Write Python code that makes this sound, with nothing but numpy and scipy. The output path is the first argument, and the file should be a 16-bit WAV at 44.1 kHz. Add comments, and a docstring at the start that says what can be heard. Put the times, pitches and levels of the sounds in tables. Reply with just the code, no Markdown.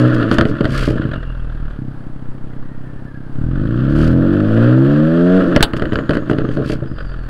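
"""Sports car, close behind the tailpipes.

An open car park, the microphone just behind a turbocharged straight-six whose firings pulse through
two pipes. A rev dies away in pops and burble as unburnt fuel ignites. The engine idles, is revved
slowly, then dropped with a bang and crackles. Air hisses from the pipes, the turbo whistles as it
runs down, a breeze rocks the microphone, and the loudest blasts overload it."""
import sys
import numpy as np
from scipy import signal
from scipy.fft import rfft, irfft, next_fast_len
from scipy.io import wavfile
from scipy.ndimage import uniform_filter1d, map_coordinates

SR = 44100
rng = np.random.default_rng(int(sys.argv[2]) if len(sys.argv) > 2 else 0)


def generate_wav(signal):
    """Clip the signal to [-1, 1] and save it as 16-bit WAV at the path in sys.argv[1]."""
    frames = np.transpose(np.atleast_2d(signal))
    scaled = np.clip(frames, -1, 1) * 32767
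    pcm = np.round(scaled).astype(np.int16)
    wavfile.write(sys.argv[1], SR, pcm)


N = 321489
T = np.arange(N) / SR

# Tone colours. Each row: frequency in Hz, relative gain in dB.
BREEZE_COLOUR = [(3, 2.5), (9, 2.5), (25, -11.5), (60, -29), (200, -27), (1000, -41.5), (1700, -46),
                 (2300, -56.5), (4800, -65.5), (6000, -74.5), (10000, -72), (15000, -85.5)]  # wind on the microphone
SCATTER_COLOUR = [(100, 2.5), (1500, 2), (4500, -24), (12000, -14)]  # off cars and walls
HISS_COLOUR = [(800, -11.5), (2000, 5.5), (3200, 6.5), (3800, -1), (4600, 4.5), (5700, -7), (7800, -10),
               (11000, -14.5), (15000, -28.5)]  # rushing air
ROAR_COLOUR = [(200, -31), (400, -8), (470, 6.5), (650, 2.5), (760, -16.5), (1000, -23.5), (3000, -53.5)]  # gas flow in the pipes
RASP_COLOUR = [(300, 1), (620, 5.5), (830, -18.5), (1100, 0), (1350, 6), (1720, 3), (2150, -19.5),
               (2700, -12), (3300, -12), (3750, -20), (4500, -21.5), (5700, -40), (10500, -47),
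               (15000, -72)]  # exhaust rasp
SHARED_COLOUR = [(18, -32.5), (44, -2), (62, -12), (82, -4.5), (97, -5.5), (130, 5), (185, -2.5), (295, 5),
                 (355, -4.5), (405, -13), (490, -13), (600, -13.5), (800, -21), (1500, -43.5)]  # the exhaust's answer to what all cylinders share
OPPOSED_COLOUR = [(20, -26.5), (36, -5), (55, -26), (92, -23), (130, 1), (180, -14), (225, 2), (275, -3.5),
                  (332, 8.5), (385, -11.5), (450, -5), (540, -1), (650, -4.5), (790, -28), (1500, -22)]  # its answer to the difference between the two pipes
SILENCER_COLOUR = [(660, 0), (820, -20.5), (1100, 4), (1500, .5), (2200, -5.5), (8000, -33)]
CRACK_COLOUR = [(300, 8), (850, -10.5), (1400, 5.5), (1900, -2), (2250, -18.5), (3000, -6), (3700, -20),
                (4500, -16), (5700, -39), (9000, -37), (15000, -58)]  # the crack of a pop
FLAME_COLOUR = [(200, -28), (390, -11), (455, .5), (525, -7.5), (600, 0), (680, -11.5), (790, -26),
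                (3000, -87.5)]
BANG_FRONT_COLOUR = [(1000, -5), (2800, 3.5), (5600, -9.5), (8000, -4), (15000, -10.5)]
BANG_BLAST_COLOUR = [(100, 4.5), (1500, 10), (2200, -5), (3100, 11.5), (4600, 6), (5700, -26.5),
                     (8000, -9.5), (11000, -11.5), (15000, -30)]
# Standing waves in the pipes. Each row: frequency in Hz, width in Hz, gain in dB.
PIPE_MODES = [(78, 27, -5), (138.5, 34, -7), (288, 46, -3), (333, 12, -4.5), (435.5, 29, 2), (591, 8.7, 4),
              (1490, 536, 6)]
# Turbo whistles. Each row: start in seconds, length in seconds, first pitch in Hz,
# fall in octaves per second, level in dB.
TURBO_WHISTLES = [(.85, 0.68, 3020, .27, -53), (2.502, 1.6, 1996, 0.42, -53), (5.696, .95, 7200, 0.22, -67),
                  (6.85, 0.46, 4980, .42, -56.5)]
# A brief burst of treble at the very start, then spits of air from the pipes. # Each row: peak time in seconds,
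# level in dB, half length in seconds.
HISS_BURSTS = [(-0.014, -35, 0.026), (0.149, -41.5, 0.011), (0.335, -34, 0.02), (0.49, -45, 0.026),
               (0.806, -32.5, 0.09), (4.019, -42.5, 0.079), (5.771, -39.5, 0.0091), (5.939, -38.5, 0.0055),
               (6.144, -36, 0.0043), (6.309, -44.5, 0.013), (6.543, -47.5, 0.032), (6.703, -36.5, 0.042)]
# Engine speed. Each row: time in seconds, firings per second.
FIRING_RATE = [(0, 121.4), (.1, 125), (.3, 107), (.7, 72.5), (1.17, 43), (1.72, 37), (1.85, 31.9),
               (3.36, 33.2), (3.7, 57.6), (4.6, 114.3), (4.8, 132.4), (5.06, 158.6), (5.38, 188.6),
               (5.45, 178.5), (5.56, 173.3), (6.2, 106), (6.95, 46.1), (7.29, 39.4)]
# Ways of running, from even firings on the throttle to late, ragged ones on the overrun. Each entry:
# pulse width as a share of the firing interval, roughness 0-1, how far loudness follows speed 0-1.
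ENGINE_STATES = {"throttle": (0.059, 0.0067, 0.99), "lift": (.048, 0.15, 0.8),
                 "overrun": (0.051, 0.762, .05), "fuel cut": (.17, .05, 1), "idle": (0.033, 0.034, 0.043)}
# The drive. Each row: start in seconds, state, note and rasp levels in dB before the gain with speed.
DRIVE_PLAN = [(0, "throttle", -8.5, -19), (0.078, "lift", -13.5, -23), (0.312, "overrun", -15.5, -25),
              (.44, "overrun", -21.5, -32), (0.731, "fuel cut", -10, -19.5), (.86, "overrun", -19.5, -33.5),
              (1.18, "fuel cut", -14.5, -22.5), (1.77, "idle", -25, -48), (1.93, "idle", -31, -48),
              (3.358, "throttle", -8.5, -24), (5.399, "lift", -12.5, -23.5),
              (5.57, "overrun", -27.5, -35.5), (6.26, "overrun", -25, -34.5), (6.76, "overrun", -25, -40.5),
              (6.951, "fuel cut", -16, -21.5)]
# The exhaust grows with speed and booms at some speeds.
# Each row: firings per second, note gain in dB, rasp gain in dB.
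SPEED_GAIN = [(33, -9.5, -20), (60.4, -7.5, -7.5), (75.6, -1.5, -3), (86, -1.5, -6), (106.7, -4.5, -2),
              (113.3, -0.5, 1.3), (134, 0, -2), (159, -2.5, -1.5), (185, 0, -0.5)]
# Single hard firings. Each row: start in seconds, relative level in dB.
HARD_FIRINGS = [(0.208, -15), (0.2245, -10.5), (0.978, -19), (1.0155, -18), (1.03, -32), (1.112, -19.5),
                (1.1335, -15), (1.1546, -22), (1.2275, -23), (3.799, -25), (4.4, -17.5), (4.569, -25),
                (5.4186, -20.5), (6.9826, -20.5), (7.004, -21.5)]
# Pops in the exhaust. Each row: start in seconds, relative thump and crack levels in dB.
AFTERFIRE = [(0.314, -4.5, -8.5), (0.384, 0.5, -4), (0.411, -0.5, -9.5), (0.4537, -3.5, -17.5),
             (0.491, -13, -37.5), (0.608, -3, -18), (0.644, -7, -20), (0.654, -3.5, -15.5),
             (0.877, -2.5, -29), (0.907, -6.5, -28), (0.956, -9.5, -33), (1.04, -23, -30), (5.5626, 3, -1),
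             (5.607, -8.5, -10.5), (5.735, -10.5, -17), (5.767, -16, -25.5), (5.796, -23, -22.5),
             (5.821, -5, -16), (5.855, -13, -23.5), (5.922, -8, -24), (5.932, -8, -23), (5.957, -9.5, -16),
             (5.988, -8.5, -19.5), (6.094, -0.5, -16), (6.108, -7, -15.5), (6.134, -22, -18.5),
             (6.152, -11, -19.5), (6.17, -8.5, -17.5), (6.298, -8, -17.5), (6.313, -5, -22),
             (6.333, -11.5, -28.5), (6.385, -5.5, -19), (6.406, -18, -34), (6.443, -9.5, -40),
             (6.4887, -9, -27.5), (6.571, -8, -26), (6.585, -11, -40), (6.599, -10.5, -45),
             (6.614, -12, -48), (6.698, -9.5, -23.5), (6.728, -10.5, -41), (6.824, -13, -50.5)]

IDLE_RATE, IDLE_ROUGH = 33, .24  # firings per second; unevenness that smooths out above idle


def amp(db):
    """Decibels to amplitude."""
    return 10 ** (np.asarray(db) / 20)


def unit(x):
    """x at rms 1."""
    return x / np.sqrt(np.mean(x ** 2) + 1e-20)


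def curves(rows, at=T):
    """The later columns, read at the given values of the first."""
    first, *columns = np.transpose(rows)
    return [np.interp(at, first, column) for column in columns]


def wobble(rate):
    """A smooth random curve, rate knots a second."""
    coarse = T[::20]
    knots = rng.standard_normal(int(N * rate / SR) + 4)
    return np.interp(T, coarse, map_coordinates(knots, [coarse * rate]))


def add(track, s, sound):
    """Mix a sound into a track at s seconds."""
    part = track[max(round(s * SR), 0):][:len(sound)]
    part += sound[:len(part)]


def colour(x, points, size=16384):
    """Causal filter with the gain of the (Hz, dB) points."""
    hz, db = np.transpose(points)
    gain = amp(np.interp(np.log(np.fft.rfftfreq(size, 1 / SR) + 1), np.log(hz), db))
    cepstrum = irfft(np.log(gain))[:size // 2]
    cepstrum[1:] *= 2
    return signal.fftconvolve(x, irfft(np.exp(rfft(cepstrum, size))))[:len(x)]


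def noise(points):
    """Coloured noise of rms 1."""
    return unit(colour(rng.standard_normal(N), points))


def steady(x, size=3500):
    """x with its slow level brought to rms 1."""
    power = uniform_filter1d(uniform_filter1d(x ** 2, size), size)
    return x / np.sqrt(np.abs(power) + 1e-12)


def puff(t, ms):
    """A gas pulse that rises to 1 in ms milliseconds and falls more slowly."""
    u = np.maximum(t, 0) * 1000 / max(ms, .02)
    return u * np.exp(1 - u)


def breeze():
    """Open air: an uneven rumble as the breeze rocks the microphone."""
    return amp(-24.5 + wobble(9.2)) * noise(BREEZE_COLOUR)


def car_park(x, t60=.23):
    """A thin, dull scatter comes back from parked cars and distant walls."""
    t = T[:SR // 2]
    tail = noise(SCATTER_COLOUR)[:len(t)] * amp(-60 * t / t60) * (t > .008)
    return signal.fftconvolve(x, tail / np.linalg.norm(tail))[:N]


def turbo(blur=.084, flutter_db=3.5):
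    """A narrow, fluttering whistle swells and fades as it sinks with the slowing turbine."""
    out = np.zeros(N)
    for s, length, first_hz, fall, db in TURBO_WHISTLES:
        age = np.clip(T - s, 0, length)
        hz = first_hz * 2 ** (-fall * age)
        band = wobble(blur * first_hz) + 1j * wobble(blur * first_hz)
        flutter = amp(flutter_db * wobble(25))
        whistle = np.real(band * flutter * np.exp(2j * np.pi * np.cumsum(hz) / SR))
        out += amp(db) * np.abs(np.sin(np.pi * age / length)) ** .5 * whistle
    return out


def air(rate, rasp_db, under_rasp_db=-28, floor_db=-71.5):
    """Air leaves the pipes as hard as the engine works, chopped by the cylinders; hiss bursts on top."""
    level = amp(rasp_db + under_rasp_db) + amp(floor_db)
    for s, db, half in HISS_BURSTS:
        level += amp(db) * np.exp(-((T - s) / half) ** 2)
    chop_db = 2.8 * np.cos(2 * np.pi * np.cumsum(rate) / SR) + 2.9 * wobble(150)
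    return level * unit(amp(chop_db) * noise(HISS_COLOUR))


def roar(rate, roughness, note_db, peak_rate=111.5, octaves=.65, under_note_db=-16.5, chop_db=3):
    """Pulling cleanly through the middle speeds, the gas flow roars hollowly in the pipes."""
    near_peak = np.exp(-(np.log2(rate / peak_rate) / octaves) ** 2)
    chop = amp(chop_db * np.cos(2 * np.pi * np.cumsum(rate) / SR))
    level = amp(note_db + under_note_db) * near_peak * (1 - roughness) ** 2
    return level * unit(chop * noise(ROAR_COLOUR))


def barks(rise_ms=3.6):
    """A single hard firing tears a short, throaty rasp out of the pipes."""
    gate = np.zeros(N)
    for s, db in HARD_FIRINGS:
        add(gate, s, amp(db) * puff(T[:SR // 20], rise_ms))
    return amp(-5.5) * gate * noise(RASP_COLOUR)


def silencer(x):
    """The silencer passes the low pipe notes and swallows the band just above them."""
    return colour(x, SILENCER_COLOUR)


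def ring(x):
    """Pulses set off the standing waves of the pipes."""
    size = next_fast_len(N + SR // 2)
    f = np.fft.rfftfreq(size, 1 / SR)
    response = sum(amp(db) * 1j * f * width / (hz * hz - f * f + 1j * f * width)
                   for hz, width, db in PIPE_MODES)
    return irfft(rfft(x, size) * response, size)[:N]


def swell(rise_ms=18.8):
    """The envelope by which burble and rasp swell after every pop."""
    power = np.zeros(N)
    for s, _, _ in AFTERFIRE:
        add(power, s, puff(T[:SR // 4], rise_ms) ** 2)
    return np.sqrt(power)


def running(change_s=.035):
    """Per sample: firings per second, pulse width in ms, roughness, note and rasp levels in dB."""
    rate, = curves(FIRING_RATE)
    starts = [row[0] for row in DRIVE_PLAN]
    now = np.maximum(np.searchsorted(starts, T, "right") - 1, 0)
    settings = np.array([(*ENGINE_STATES[state], note, rasp) for _, state, note, rasp in DRIVE_PLAN])
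    blended = uniform_filter1d(settings.T[:, now], int(change_s * SR), axis=1)
    share, rough, follows, note_db, rasp_db = blended
    note_gain_db, rasp_gain_db = curves(SPEED_GAIN, rate)
    width_ms = 1000 * share / rate
    rough = np.clip(rough + IDLE_ROUGH * (IDLE_RATE / rate) ** 2.2, 0, 1)
    return rate, width_ms, rough, note_db + follows * note_gain_db, rasp_db + follows * rasp_gain_db


def engine(rate, width_ms, roughness, note_db, rasp_db):
    """One pulse per firing, from the two pipes in turn; each also tears off a burst of rasp."""
    count = np.cumsum(rate) / SR
    times = np.interp(np.arange(int(count[-1]) + 1), count, T)
    rates, widths, roughs = (np.interp(times, T, x) for x in (rate, width_ms, roughness))
    unlike = np.interp(rates, [35, 54], [.15, 1])  # the two pipes differ most at speed
    lope_db = 2 * (IDLE_RATE / rates) ** 4  # at idle the firings differ in strength
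    chance = np.clip(rng.standard_normal((len(times), 3)), -1.7, 1.7)
    shared, opposed, afterburn, gate = np.zeros((4, N))
    t = T[:SR // 25]
    for k, (s, ms, rough, (size, late, tear)) in enumerate(zip(times, widths, roughs, chance)):
        side = (-1) ** k
        s += .003 * rough * late  # rough firings stray in time and strength
        pulse = amp((5 * rough + lope_db[k]) * size) * puff(t, ms) / max(ms, .1) ** .5
        add(shared, s, pulse)
        add(opposed, s, -side * unlike[k] * pulse)
        # off the throttle, fuel burns on in the pipes between firings: the burble
        add(afterburn, s + .00396 * abs(tear), -rough * pulse)
        add(gate, s, amp(3.5 * tear + 1.5 * side) * puff(t, ms=3))
    burble = amp(-2) * silencer(ring(afterburn))
    note = steady(colour(shared, SHARED_COLOUR) + colour(opposed, OPPOSED_COLOUR) + burble)
    flow = steady(noise(SHARED_COLOUR) * (gate + .3))
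    rasp = steady(colour(rng.standard_normal(N) * (gate + .5), RASP_COLOUR))
    after_pop = swell()
    note_gain = amp(note_db) + amp(-28) * after_pop
    rasp_gain = amp(rasp_db - 2 + 1.65 * wobble(14)) + amp(-47.5) * after_pop
    return note_gain * (note + amp(-32.5) * flow) + rasp_gain * rasp


def pops(front_ms=.83, suck_ms=2.28, flame_ms=7, snap_t60=.002, crack_t60=.017, tail_t60=.097):
    """Unburnt fuel ignites: a cracking shock front, a deep suction behind it, then the pipes ring."""
    thumps, bursts, flames = np.zeros((3, N))
    t = T[:SR // 6]
    thump = .55 * puff(t, front_ms) ** 3 - puff(t, suck_ms) ** 12
    burst = amp(-.5 - 60 * t / snap_t60) + amp(-60 * t / crack_t60) + amp(-15 - 60 * t / tail_t60)
    for s, thump_db, crack_db in AFTERFIRE:
        add(thumps, s, amp(thump_db) * thump)
        add(bursts, s, amp(crack_db) * burst)
        add(flames, s, amp(thump_db) * puff(t, flame_ms))
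    crack = colour(bursts * rng.standard_normal(N), CRACK_COLOUR)
    hollow = flames * noise(FLAME_COLOUR)  # the turbulent flame blows hollow pipe notes
    body = silencer(amp(-.5) * thumps + amp(2) * ring(thumps))
    return body + amp(-16) * hollow + amp(12) * crack


def bang(s=5.627, front_t60=.0077, blast_t60=.056, suck_ms=6):
    """The one full detonation: a sharp front, a bright blast and a long pull of pressure."""
    out, t = np.zeros(N), T[:SR // 4]
    blast = amp(-60 * t / blast_t60) * noise(BANG_BLAST_COLOUR)[:len(t)]
    front = amp(-4 - 60 * t / front_t60) * noise(BANG_FRONT_COLOUR)[:len(t)]
    suction = amp(-3) * puff(t, suck_ms)
    add(out, s, front + blast - suction)
    return out


def scene():
    """One microphone in the breeze: the tailpipes close up, the car park faint behind them."""
    rate, width_ms, roughness, note_db, rasp_db = running()
    exhaust = engine(rate, width_ms, roughness, note_db, rasp_db) + roar(rate, roughness, note_db)
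    car = exhaust + pops() + barks() + bang() + air(rate, rasp_db) + turbo()
    return (car + breeze() + amp(-25) * car_park(car))[None]


def record(dry, ceiling=.91, hardness=5, top_hz=15700):
    """This close, the microphone flattens the loudest peaks; nothing is kept above top_hz."""
    clipped = dry / (1 + np.abs(dry / ceiling) ** hardness) ** (1 / hardness)
    size = next_fast_len(N + SR // 2)
    in_band = np.fft.rfftfreq(size, 1 / SR) < top_hz
    return irfft(rfft(clipped, size) * in_band, size)[..., :N]


dry = scene()
out = record(dry)
generate_wav(out)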